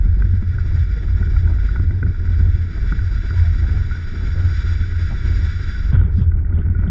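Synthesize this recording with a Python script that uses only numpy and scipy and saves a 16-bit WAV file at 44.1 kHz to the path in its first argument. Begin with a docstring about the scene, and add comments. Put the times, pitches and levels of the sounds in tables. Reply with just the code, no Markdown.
"""In the cabin of a small plane gliding onto a grass field, heard from the seat: close, mono, limited.
Noise rung through low resonances makes the buffeting boom, over a wavering sine hum; noise shaped by the
canopy's hollows makes the slipstream hiss. Short decaying tones tick, creak and thump in panel and airframe.
Near six seconds the wheels hit: the hiss falls away, turf crunches, and bumps thump and clatter."""
import sys
import numpy as np
from scipy.fft import rfft, irfft, next_fast_len
from scipy.io import wavfile
from scipy.ndimage import uniform_filter1d, minimum_filter1d, map_coordinates

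SR = 44100
rng = np.random.default_rng(int(sys.argv[2]) if len(sys.argv) > 2 else 0)


def put_to_file(sound):
    """Save the sound as 16-bit audio at rate SR, in the file named by the first command-line argument."""
    columns = np.atleast_2d(sound).T  # one column per channel
    safe = np.clip(columns, -1, 1)
    whole_steps = np.round(safe * 32767)
    wavfile.write(sys.argv[1], SR, whole_steps.astype(np.int16))


N = 304290  # length in samples, about 6.9 s
TIME_S = np.arange(N) / SR
TOP_HZ = 8300  # nothing is kept above this
TOUCHDOWN_S = 5.912  # the wheels meet the grass
SETTLE_S, DULLING_S = 0.011, 0.05  # the shaking builds up, and the treble dies away, over these times


def amp(db):
    """Decibels to gain."""
    return 10 ** (np.asarray(db) / 20)


def unit(x):
    """Scale to rms 1."""
    return x / np.sqrt(np.mean(x ** 2) + 1e-20)


def along(points, hz):
    """Read (pitch_hz, value) points on a log frequency axis."""
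    point_hz, values = np.transpose(points)
    return np.interp(np.log(hz + 1), np.log(point_hz + 1), values)


def curve(rows):
    """Draw straight lines through (time_s, value) rows, one value per sample."""
    times, values = np.transpose(rows)
    return np.interp(TIME_S, times, values)


def swings(level_db):
    """A level curve's departures from its own mean."""
    return level_db - level_db.mean()


def wobble(rate):
    """A smooth random curve, rate knots a second."""
    knots = rng.standard_normal(int(N * rate / SR) + 4)
    return map_coordinates(knots, [np.arange(N) * rate / SR])


def filtered(x, response):
    """Multiply the spectrum of x by a response of frequency."""
    size = next_fast_len(len(x) + SR // 2)
    spectrum = rfft(x, size) * response(np.fft.rfftfreq(size, 1 / SR))
    return irfft(spectrum, size)[:len(x)]


def shaped_noise(points, envelope):
    """White noise under an envelope, then coloured by (pitch_hz, relative_db) points."""
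    noise = rng.standard_normal(len(envelope)) * envelope
    return filtered(noise, lambda f: amp(along(points, f)))


def body(modes, f):
    """Causal response of (pitch_hz, width_hz, level_db) resonances, with alternating signs."""
    total = 0
    for k, (hz, width, db) in enumerate(modes):
        damping = 1j * f * width
        total = total + (-1) ** k * amp(db) * damping / (hz * hz - f * f + damping)
    return total


def hollows(modes, f):
    """Gain of steep-sided (pitch_hz, width_hz, level_db) resonances whose powers add."""
    return np.sqrt(sum(amp(db) ** 2 / (1 + (2 * (f - hz) / width) ** 2) ** 2 for hz, width, db in modes))


def steady(x, span):
    """Even out the loudness of x over span seconds, at rms 1."""
    size = int(span * SR) + 1
    power = np.abs(uniform_filter1d(x ** 2, size))
    return unit(x / np.sqrt(uniform_filter1d(power, size) + 1e-12))


def boom(modes, edge_hz, span):
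    """Turbulence, as noise, ringing in low resonances at an even strength of rms 1."""
    noise = rng.standard_normal(N)
    rung = filtered(noise, lambda f: body(modes, f) / (1 + (f / edge_hz) ** 6))
    return steady(rung, span)


def add(track, s, sound, db):
    """Mix a sound into the track at time s with the given peak level."""
    part = track[round(s * SR):][:len(sound)]
    part += amp(db) * sound[:len(part)] / np.abs(sound).max()


def swell(rise, t60):
    """Envelope of a cushioned blow: a soft rise and a steady decay, cut at a quarter second."""
    t = np.arange(SR // 4) / SR
    return (1 - np.exp(-(t / rise) ** 2)) * amp(-60 * t / t60)


def thump(hz, rise, t60):
    """A short low ring of the airframe: one sine under a cushioned blow."""
    shape = swell(rise, t60)
    return shape * np.sin(2 * np.pi * hz * np.arange(len(shape)) / SR)


def on_ground(over_s):
    """0 in the air, rising to 1 over the given time once the wheels are down."""
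    return np.clip((TIME_S - TOUCHDOWN_S) / over_s, 0, 1)


# airflow over the canopy, before gusts: time_s, level_db
AIRFLOW = [(0.02, -49.5), (0.34, -49.5), (0.76, -45.5), (1.51, -46.5), (1.64, -44.5), (2.01, -49.5),
           (2.16, -47.5), (2.96, -43.5), (3.42, -41.5), (4.07, -43.5), (4.51, -40), (4.99, -41),
           (5.83, -41), (6.13, -54), (6.42, -57.5), (6.88, -50)]


def airflow():
    """Level of the passing air in dB, shared by the wash, hiss, rattle and skin drumming."""
    return curve(AIRFLOW)


# steady wash of air over the fuselage, its spectrum: pitch_hz, relative_db
WASH_COLOUR = [(250, -21), (450, -8), (600, -0.5), (800, -6.5), (940, -2.5), (1060, -13.5), (1300, -3),
               (2500, -35.5), (8000, -54.5)]


def wash(shiver, wash_db=-56.0, flow_share=0.11, swell_db=0.9, flutter_db=3.0, shiver_db=2.54):
    """A dull wash between boom and hiss partly follows the airflow and flutters as the skin shivers."""
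    air = unit(shaped_noise(WASH_COLOUR, np.ones(N)))
    level_db = wash_db + flow_share * swings(airflow())
    level_db += swell_db * wobble(1.8) + flutter_db * wobble(35) + shiver_db * shiver
    return air * amp(level_db)


# hollow resonances of the canopy: pitch_hz, width_hz, level_db
CANOPY_HOLLOWS = [(954, 40, -14.5), (1459, 227, -1.5), (1658, 130, -4.5), (1920, 270, -7), (2164, 190, -11),
                  (2300, 99, -8), (2640, 540, -20.5), (3074, 140, -18.5), (3448, 120, -11),
                  (3820, 550, -17), (4796, 64, -12), (4900, 460, -17.5), (5505, 350, -18.5),
                  (6550, 330, -27.5), (6820, 270, -25), (7300, 240, -36), (7850, 900, -41.5)]


def slipstream(split_hz=2700, eddy_db=1.29, eddy_rate=50, gust_db=0.5, gust_rate=7):
    """Eddying air sounds the canopy's hollows; stronger flow is brighter, and on the ground it turns dull."""
    treble_db, brightens, ground_treble_db = -10, 0.36, -10  # brightens: extra dB per dB of flow
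    swish_s, swish_width_s, swish_db = 6.185, 0.05, -59  # a brief swell of treble hiss after touchdown
    flow_db = airflow() + gust_db * wobble(gust_rate)
    bright_db = treble_db + brightens * swings(flow_db) + ground_treble_db * on_ground(DULLING_S)
    swish = amp(swish_db) * np.exp(-((TIME_S - swish_s) / swish_width_s) ** 2)
    eddies = rng.standard_normal(N) * amp(eddy_db * wobble(eddy_rate))
    hiss = filtered(eddies, lambda f: hollows(CANOPY_HOLLOWS, f))
    low = filtered(hiss, lambda f: 1 / (1 + (f / split_hz) ** 16))
    treble = unit(hiss - low)
    return amp(flow_db) * unit(low) + (amp(flow_db + bright_db) + swish) * treble


# faint short creaks in the cabin, level before creak_db: start_s, level_db, pitch_hz, glide_hz_per_s
CREAK_EVENTS = [(0.945, -34.5, 460, 193), (3.35, -39, 990, -900), (3.425, -40, 697, -300),
                (3.730, -41.5, 768, -1200), (4.345, -36.5, 503, 600)]


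def creaks(creak_db=-5.0, rough=0.7, rough_rate=130, flutter_db=3):
    """Flexing joints rub briefly: each sings one rough, sliding note."""
    out, shape = np.zeros(N), swell(rise=0.018, t60=0.27)
    t = np.arange(len(shape)) / SR
    for s, db, hz, glide in CREAK_EVENTS:
        phase = 2 * np.pi * (hz + glide * t / 2) * t + rough * wobble(rough_rate)[:len(t)]
        flutter = amp(flutter_db * wobble(rough_rate)[:len(t)])
        add(out, s, shape * np.sin(phase) * flutter, db + creak_db)
    return out


def touch(contact):
    """Envelope of a soft contact: it swells and dies within some milliseconds."""
    t = np.arange(SR // 20) / SR
    return t ** 4 * np.exp(-t / contact)


# modes of the loose panel, before each tap's random shifts: pitch_hz, level_db
PANEL_MODES = [(930, -17.5), (1300, -11.5), (1470, -1), (1960, -13), (2270, -20)]


def tap(contact, ring_db, ring_hz=1475, ring_t60=0.14, detune=0.018):
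    """One soft contact of the panel: its modes shift with each seating, and a ring near the main one lasts."""
    shape = touch(contact)
    t = np.arange(len(shape)) / SR
    turn = 2 * np.pi * t * (1 + detune * rng.standard_normal())
    modes = np.zeros(len(shape))
    for hz, db in PANEL_MODES:
        gain = amp(db + rng.normal(0, 2.7))
        modes += gain * np.sin(hz * (1 + rng.normal(0, 0.022)) * turn)
    strike = shape / shape.max() * modes
    onset = np.cumsum(shape) / shape.sum()
    ring = onset * amp(ring_db - 60 * t / ring_t60) * np.sin(ring_hz * turn)
    return strike + ring


def rattle(per_second=22, flow_share=0.99, spread_db=2.0, contact=0.001, ring_db=-14):
    """Small taps of the panel chatter at random, harder in stronger airflow."""
    out, flow_db = np.zeros(N), airflow()
    force_db = flow_db.mean() + flow_share * swings(flow_db)
    for place, size in rng.random((int(per_second * N / SR), 2)):
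        level_db = force_db[int(place * N)] + spread_db * (2 * size - 1)
        add(out, place * (N - 1) / SR, tap(contact, ring_db), level_db)
    return out


# frame behind the panel: pitch_hz, relative_db, t60_s
FRAME_MODES = [(137.3, 0, 0.12), (213.7, 1.5, 0.04), (346, -2.5, 0.031), (474, -14, 0.027)]
# clearest ticks of the panel, before lead, tick_db and knock_db:
# start_s, level_db, knock_relative_db, ring_relative_db
TICK_EVENTS = [(0.2201, -28.5, 5, -24), (0.336, -38.5, 1.5, -20), (0.422, -39.5, 9, -13),
               (0.5828, -29, -8, -9), (0.7706, -37, -6, -8), (1.081, -40.5, -7, -11), (1.2262, -33, -4, -8),
               (1.27, -39, 9, -15), (1.307, -43, 1, -15), (1.364, -32, -5.5, -15), (1.455, -41, -7, -15),
               (1.4733, -34, -0.5, -21), (1.534, -40, -6, -20), (1.583, -36, 5, -19), (1.687, -30, -9, -10),
               (1.715, -44.5, -3, -14), (1.7582, -29, 6, -11), (1.7956, -34, 14.5, -13),
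               (1.9064, -34.5, 15, -16), (2.027, -25, 7, -18), (2.064, -37, 13, -13), (2.144, -38, 0, -18),
               (2.251, -41, -4, -12), (2.273, -38.5, 5, -12), (2.398, -34.5, -1, -14),
               (2.710, -41, -5, -13), (2.921, -24.5, 3.5, -17), (2.989, -33, -6, -16),
               (3.168, -36, -4, -9.5), (3.3044, -31.5, 5.5, -13), (3.545, -37, -6, -3),
               (3.692, -33.5, 8, -6), (3.91, -29, -1, 1), (3.949, -34, 4, -9), (4.407, -37, 1, 1),
               (4.835, -35.5, -15, 7), (4.92, -37, -10, -3), (5.745, -36, -6, 7), (5.928, -35, 11, -15),
               (5.94, -40, 13, -15), (5.952, -32, 3, -18), (5.9573, -32.5, 10.5, -15.5),
               (5.979, -40, 6.5, -10), (5.996, -34.5, 12.5, -13), (6.01, -33, 12, -9),
               (6.034, -41.5, 6, -12), (6.0957, -44.5, -1, -15), (6.175, -44, 9, -10),
               (6.188, -44, 11, -11), (6.202, -41.5, 18.5, -11), (6.2567, -53, 11.5, -15),
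               (6.3164, -38, 11, -12), (6.342, -45, 4, -11.5), (6.388, -44.5, -6, -13),
               (6.4463, -41.5, 6, -12), (6.4666, -44.5, 1, -17), (6.492, -45.5, -1, -13),
               (6.523, -37, 5, -11), (6.5745, -41.5, 16, -16), (6.615, -41, 9, -5), (6.650, -48, 0.5, -15),
               (6.662, -40.5, 14.5, -14.5), (6.682, -41, -1, -17), (6.696, -42.5, 8, -13),
               (6.7472, -37, 12, 1), (6.7885, -40, 12, -17), (6.798, -42.5, 7, -9), (6.8187, -42, -1, -21),
               (6.834, -41, 7, -21), (6.8629, -36, 10, -2), (6.878, -43, 9, -11)]


def ticks(tick_db=4.5, knock_db=-1.5, contact=0.0011, knock_rise=0.0024, lead=0.001):
    """The loose panel taps its frame, which answers with a short dull knock."""
    out = np.zeros(N)
    knock = sum(amp(db) * thump(hz, knock_rise, t60) for hz, db, t60 in FRAME_MODES)
    for s, db, dull_db, ring_db in TICK_EVENTS:
        add(out, s - lead, tap(contact, ring_db), db + tick_db)
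        add(out, s - lead, knock, db + dull_db + knock_db)
    return out


# the drumming skin, its spectrum: pitch_hz, relative_db
SKIN_COLOUR = [(80, -39), (120, -6), (142, 1), (180, 0.5), (215, -7.5), (252, -8.5), (288, -11.5),
               (315, -10), (385, -12.5), (450, -19), (520, -29), (800, -52.5), (1500, -100)]


def shudder(shudder_db=-37, flow_share=0.11, rolling_db=3):
    """Level of the skin's shaking in dB: it follows the airflow and rises on the ground."""
    return shudder_db + flow_share * swings(airflow()) + rolling_db * on_ground(SETTLE_S)


def drumming(shiver, skin_db=-0.8, flutter_db=0.9, shiver_db=2.5):
    """Eddies drum on the skin in uneven throbs."""
    skin = shaped_noise(SKIN_COLOUR, amp(flutter_db * wobble(45)))
    return amp(shudder() + skin_db + shiver_db * shiver) * steady(skin, span=0.046)


# dull jolts in flight, level before the offsets below: start_s, level_db, pitch_hz
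JOLT_EVENTS = [(0.05, -18, 188), (0.163, -25, 184), (0.245, -17, 148), (0.333, -21, 192), (0.421, -23, 196),
               (0.756, -34.5, 125), (0.969, -31, 171), (1.046, -34, 160), (1.206, -20.5, 194),
               (1.26, -24, 145), (1.795, -21, 184), (1.835, -18.5, 140), (2.023, -15, 134),
               (2.06, -20, 177), (2.306, -26, 197), (2.404, -20.5, 159), (2.549, -19, 129),
               (2.917, -22, 185), (3.70, -25, 125), (3.741, -22.5, 135), (4.307, -25, 130),
               (4.386, -23, 140), (4.808, -26, 178), (5.084, -32, 148)]


def jolts(jolt_db=-1, cabin_hz=86, cabin_db=-2, drum_db=-8):
    """Dull thumps run through the airframe on the way down; each makes the cabin boom and the skin drum."""
    out, shape = np.zeros(N), swell(rise=0.003, t60=0.14)
    for s, db, hz in JOLT_EVENTS:
        add(out, s, thump(hz, rise=0.004, t60=0.08), db + jolt_db)
        add(out, s, thump(cabin_hz, rise=0.047, t60=0.53), db + cabin_db)
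        drum = shape * shaped_noise(SKIN_COLOUR, np.ones(len(shape)))
        add(out, s, drum, db + drum_db)
    return out


# deep boom of the fuselage, before heaving: time_s, level_db
DEEP_LEVEL = [(0.3, -14), (0.42, -32), (0.56, -23.5), (0.66, -24), (0.8, -19.5), (0.92, -22), (1.1, -19.5),
              (1.28, -16.5), (1.7, -18), (2.15, -28), (2.42, -14), (2.7, -32), (2.85, -17), (3.35, -23.5),
              (3.55, -16.5), (3.85, -24), (4.08, -42), (4.25, -19.5), (4.47, -37), (4.6, -17), (5.0, -28),
              (5.15, -22.5), (5.42, -17.5), (5.6, -29), (5.98, -12.5), (6.15, -28.5), (6.35, -18),
              (6.6, -25), (6.9, -21)]


def fuselage(heave_db=1.0, heave_rate=14, sway_db=-25.5):
    """The whole fuselage booms and heaves below the cabin's pitch, over a sway at the edge of hearing."""
    deep_modes, sway_modes = [(49.15, 6, 0)], [(24, 4, 0)]  # pitch_hz, width_hz, level_db
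    deep_level = amp(curve(DEEP_LEVEL) + heave_db * wobble(heave_rate))
    deep = deep_level * boom(deep_modes, edge_hz=75, span=0.085)
    sway = amp(sway_db) * boom(sway_modes, edge_hz=40, span=0.28)
    return deep + sway


# strength of the buffeting, before boom_db, drone_db and throb: time_s, level_db
BUFFET_LEVEL = [(0.1, -19), (0.48, -20), (0.56, -19.5), (0.88, -15.5), (0.98, -27), (1.18, -16.5),
                (1.36, -19.5), (1.59, -16.5), (1.76, -25), (1.82, -14), (1.9, -17), (2.0, -20.5),
                (2.09, -11.5), (2.15, -25), (2.3, -20), (2.58, -16.5), (2.7, -31.5), (2.87, -20),
                (3.03, -16.5), (3.13, -24), (3.28, -22.5), (3.45, -12), (3.57, -25.5), (3.63, -15),
                (3.76, -18), (3.83, -14.5), (3.96, -26.5), (4.17, -24.5), (4.28, -16.5), (4.6, -20.5),
                (5.2, -19), (5.42, -17), (5.6, -23), (5.9, -22), (6.05, -15), (6.23, -19), (6.3, -21.5),
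                (6.7, -16.5), (6.9, -22.5)]
# main boom of the cabin: pitch_hz, width_hz, level_db
CABIN_MODES = [(71.5, 11, 1), (88.3, 11.1, -0.5), (116.6, 8.2, -5)]
# centre pitch of the wavering hum: time_s, pitch_hz
HUM_PITCH = [(0.1, 90), (0.38, 95), (0.52, 87), (1.25, 87), (1.55, 79), (1.85, 89), (2.08, 92), (2.28, 82),
             (3.05, 91), (3.45, 86), (4.3, 88), (5.15, 86), (5.5, 90), (5.8, 84), (6.08, 88), (6.28, 81),
             (6.75, 90)]


def buffet(boom_db=-2.6, edge_hz=135, drone_db=-3.0, drone_grows=1.15,
           wander_hz=2.02, wander_rate=10, throb_db=1.5, throb_rate=22):
    """Turbulence pumps the cabin in a quick throb; harder pushes gather the boom into one wavering hum."""
    push_db = curve(BUFFET_LEVEL)
    rumble = amp(push_db + boom_db) * boom(CABIN_MODES, edge_hz, span=0.05)
    pitch_hz = curve(HUM_PITCH) + wander_hz * wobble(wander_rate)
    tone = unit(np.sin(2 * np.pi * np.cumsum(pitch_hz) / SR))
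    # above 1, drone_grows makes the hum swell faster than the rumble
    drone = amp(push_db.mean() + drone_grows * swings(push_db) + drone_db) * tone
    return (rumble + drone) * amp(throb_db * wobble(throb_rate))


# small hardware, its modes: pitch_hz, width_hz, level_db
HARDWARE_MODES = [(2100, 280, -11), (2780, 550, -5.5), (3520, 200, -2.5)]
# sharp clicks on the ground: start_s, level_db
CLICK_EVENTS = [(6.010, -48.5), (6.216, -43), (6.545, -57), (6.586, -46.5)]


def clicks(t60=0.026):
    """Small metal parts snap against each other: short noise bursts ring in the hardware's modes."""
    out, shape = np.zeros(N), swell(rise=0.00044, t60=t60)
    for s, db in CLICK_EVENTS:
        burst = shape * rng.standard_normal(len(shape))
        add(out, s, filtered(burst, lambda f: body(HARDWARE_MODES, f) * (f < TOP_HZ)), db)
    return out


# crunch of the tyres in the turf, its spectrum: pitch_hz, relative_db
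TURF_COLOUR = [(200, -6.5), (400, 10), (650, -8.5), (950, 0.5), (1350, -7), (1700, -11.5), (2600, -16),
               (3600, -17), (5000, -42.5)]


def touchdown(turf_db=-38, fade_db_per_s=95, grain_db=3.5):
    """The tyres tear through the turf in one short crunch that fades steadily."""
    crunch = unit(shaped_noise(TURF_COLOUR, amp(grain_db * wobble(140))))
    since = np.maximum(TIME_S - TOUCHDOWN_S - SETTLE_S, 0)
    return crunch * on_ground(SETTLE_S) * amp(turf_db - fade_db_per_s * since)


# clatter of the shaken fittings, its spectrum: pitch_hz, relative_db
FITTINGS_COLOUR = [(100, 0), (330, -4.5), (550, -13), (1000, -16.5), (1450, -11), (2100, -25.5),
                   (2800, -27.5), (3450, -17), (4200, -55.5)]
# bumps of the wheels on the grass: start_s, level_db, pitch_hz, clatter_relative_db
BUMP_EVENTS = [(5.929, -7, 129, -19), (5.962, -17, 125, -17), (6.001, -32, 157, -16),
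               (6.042, -20, 165, -18.5), (6.179, -14.5, 187, -22), (6.211, -5.5, 94, -25.5),
               (6.537, -21, 153, -14.5), (6.584, -20, 154, -15), (6.662, -24.5, 136, -23.5),
               (6.693, -23, 204, -24), (6.787, -20.5, 186, -17), (6.874, -13, 156, -20)]


def wheels(grain_db=5, cabin_hz=84, cabin_db=-4):
    """Each bump of the wheels thumps the airframe, booms in the cabin and sets the fittings clattering."""
    out, shape = np.zeros(N), swell(rise=0.0042, t60=0.25)
    for s, db, hz, clatter_db in BUMP_EVENTS:
        add(out, s, thump(hz, rise=0.0051, t60=0.075), db)
        add(out, s, thump(cabin_hz, rise=0.048, t60=0.34), db + cabin_db)
        unevenness = unit(uniform_filter1d(rng.standard_normal(len(shape)), size=150))
        clatter = shaped_noise(FITTINGS_COLOUR, amp(grain_db * unevenness) * shape)
        add(out, s, clatter, db + clatter_db)
    return out


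def scene(shiver_rate=32):
    """Everything as heard from the seat; one shiver of the skin shakes both the drumming and the wash."""
    shiver = wobble(shiver_rate)
    air = wash(shiver) + slipstream() + drumming(shiver) + fuselage() + buffet()
    airframe = creaks() + rattle() + ticks() + jolts()
    ground = clicks() + touchdown() + wheels()
    return (air + airframe + ground)[None]


def limited(x, ceiling_db=-3.4, hold_s=0.015):
    """The gain ducks smoothly around any peak above the ceiling."""
    hold = int(hold_s * SR) + 1
    needed = np.minimum(1, amp(ceiling_db) / (np.abs(x) + 1e-9))
    return x * uniform_filter1d(minimum_filter1d(needed, hold), hold)


def record(dry):
    """The microphone's limiter ducks the loudest peaks, then nothing is kept above the band limit."""
    return np.array([filtered(limited(channel), lambda f: f < TOP_HZ) for channel in dry])


dry = scene()
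out = record(dry)
put_to_file(out)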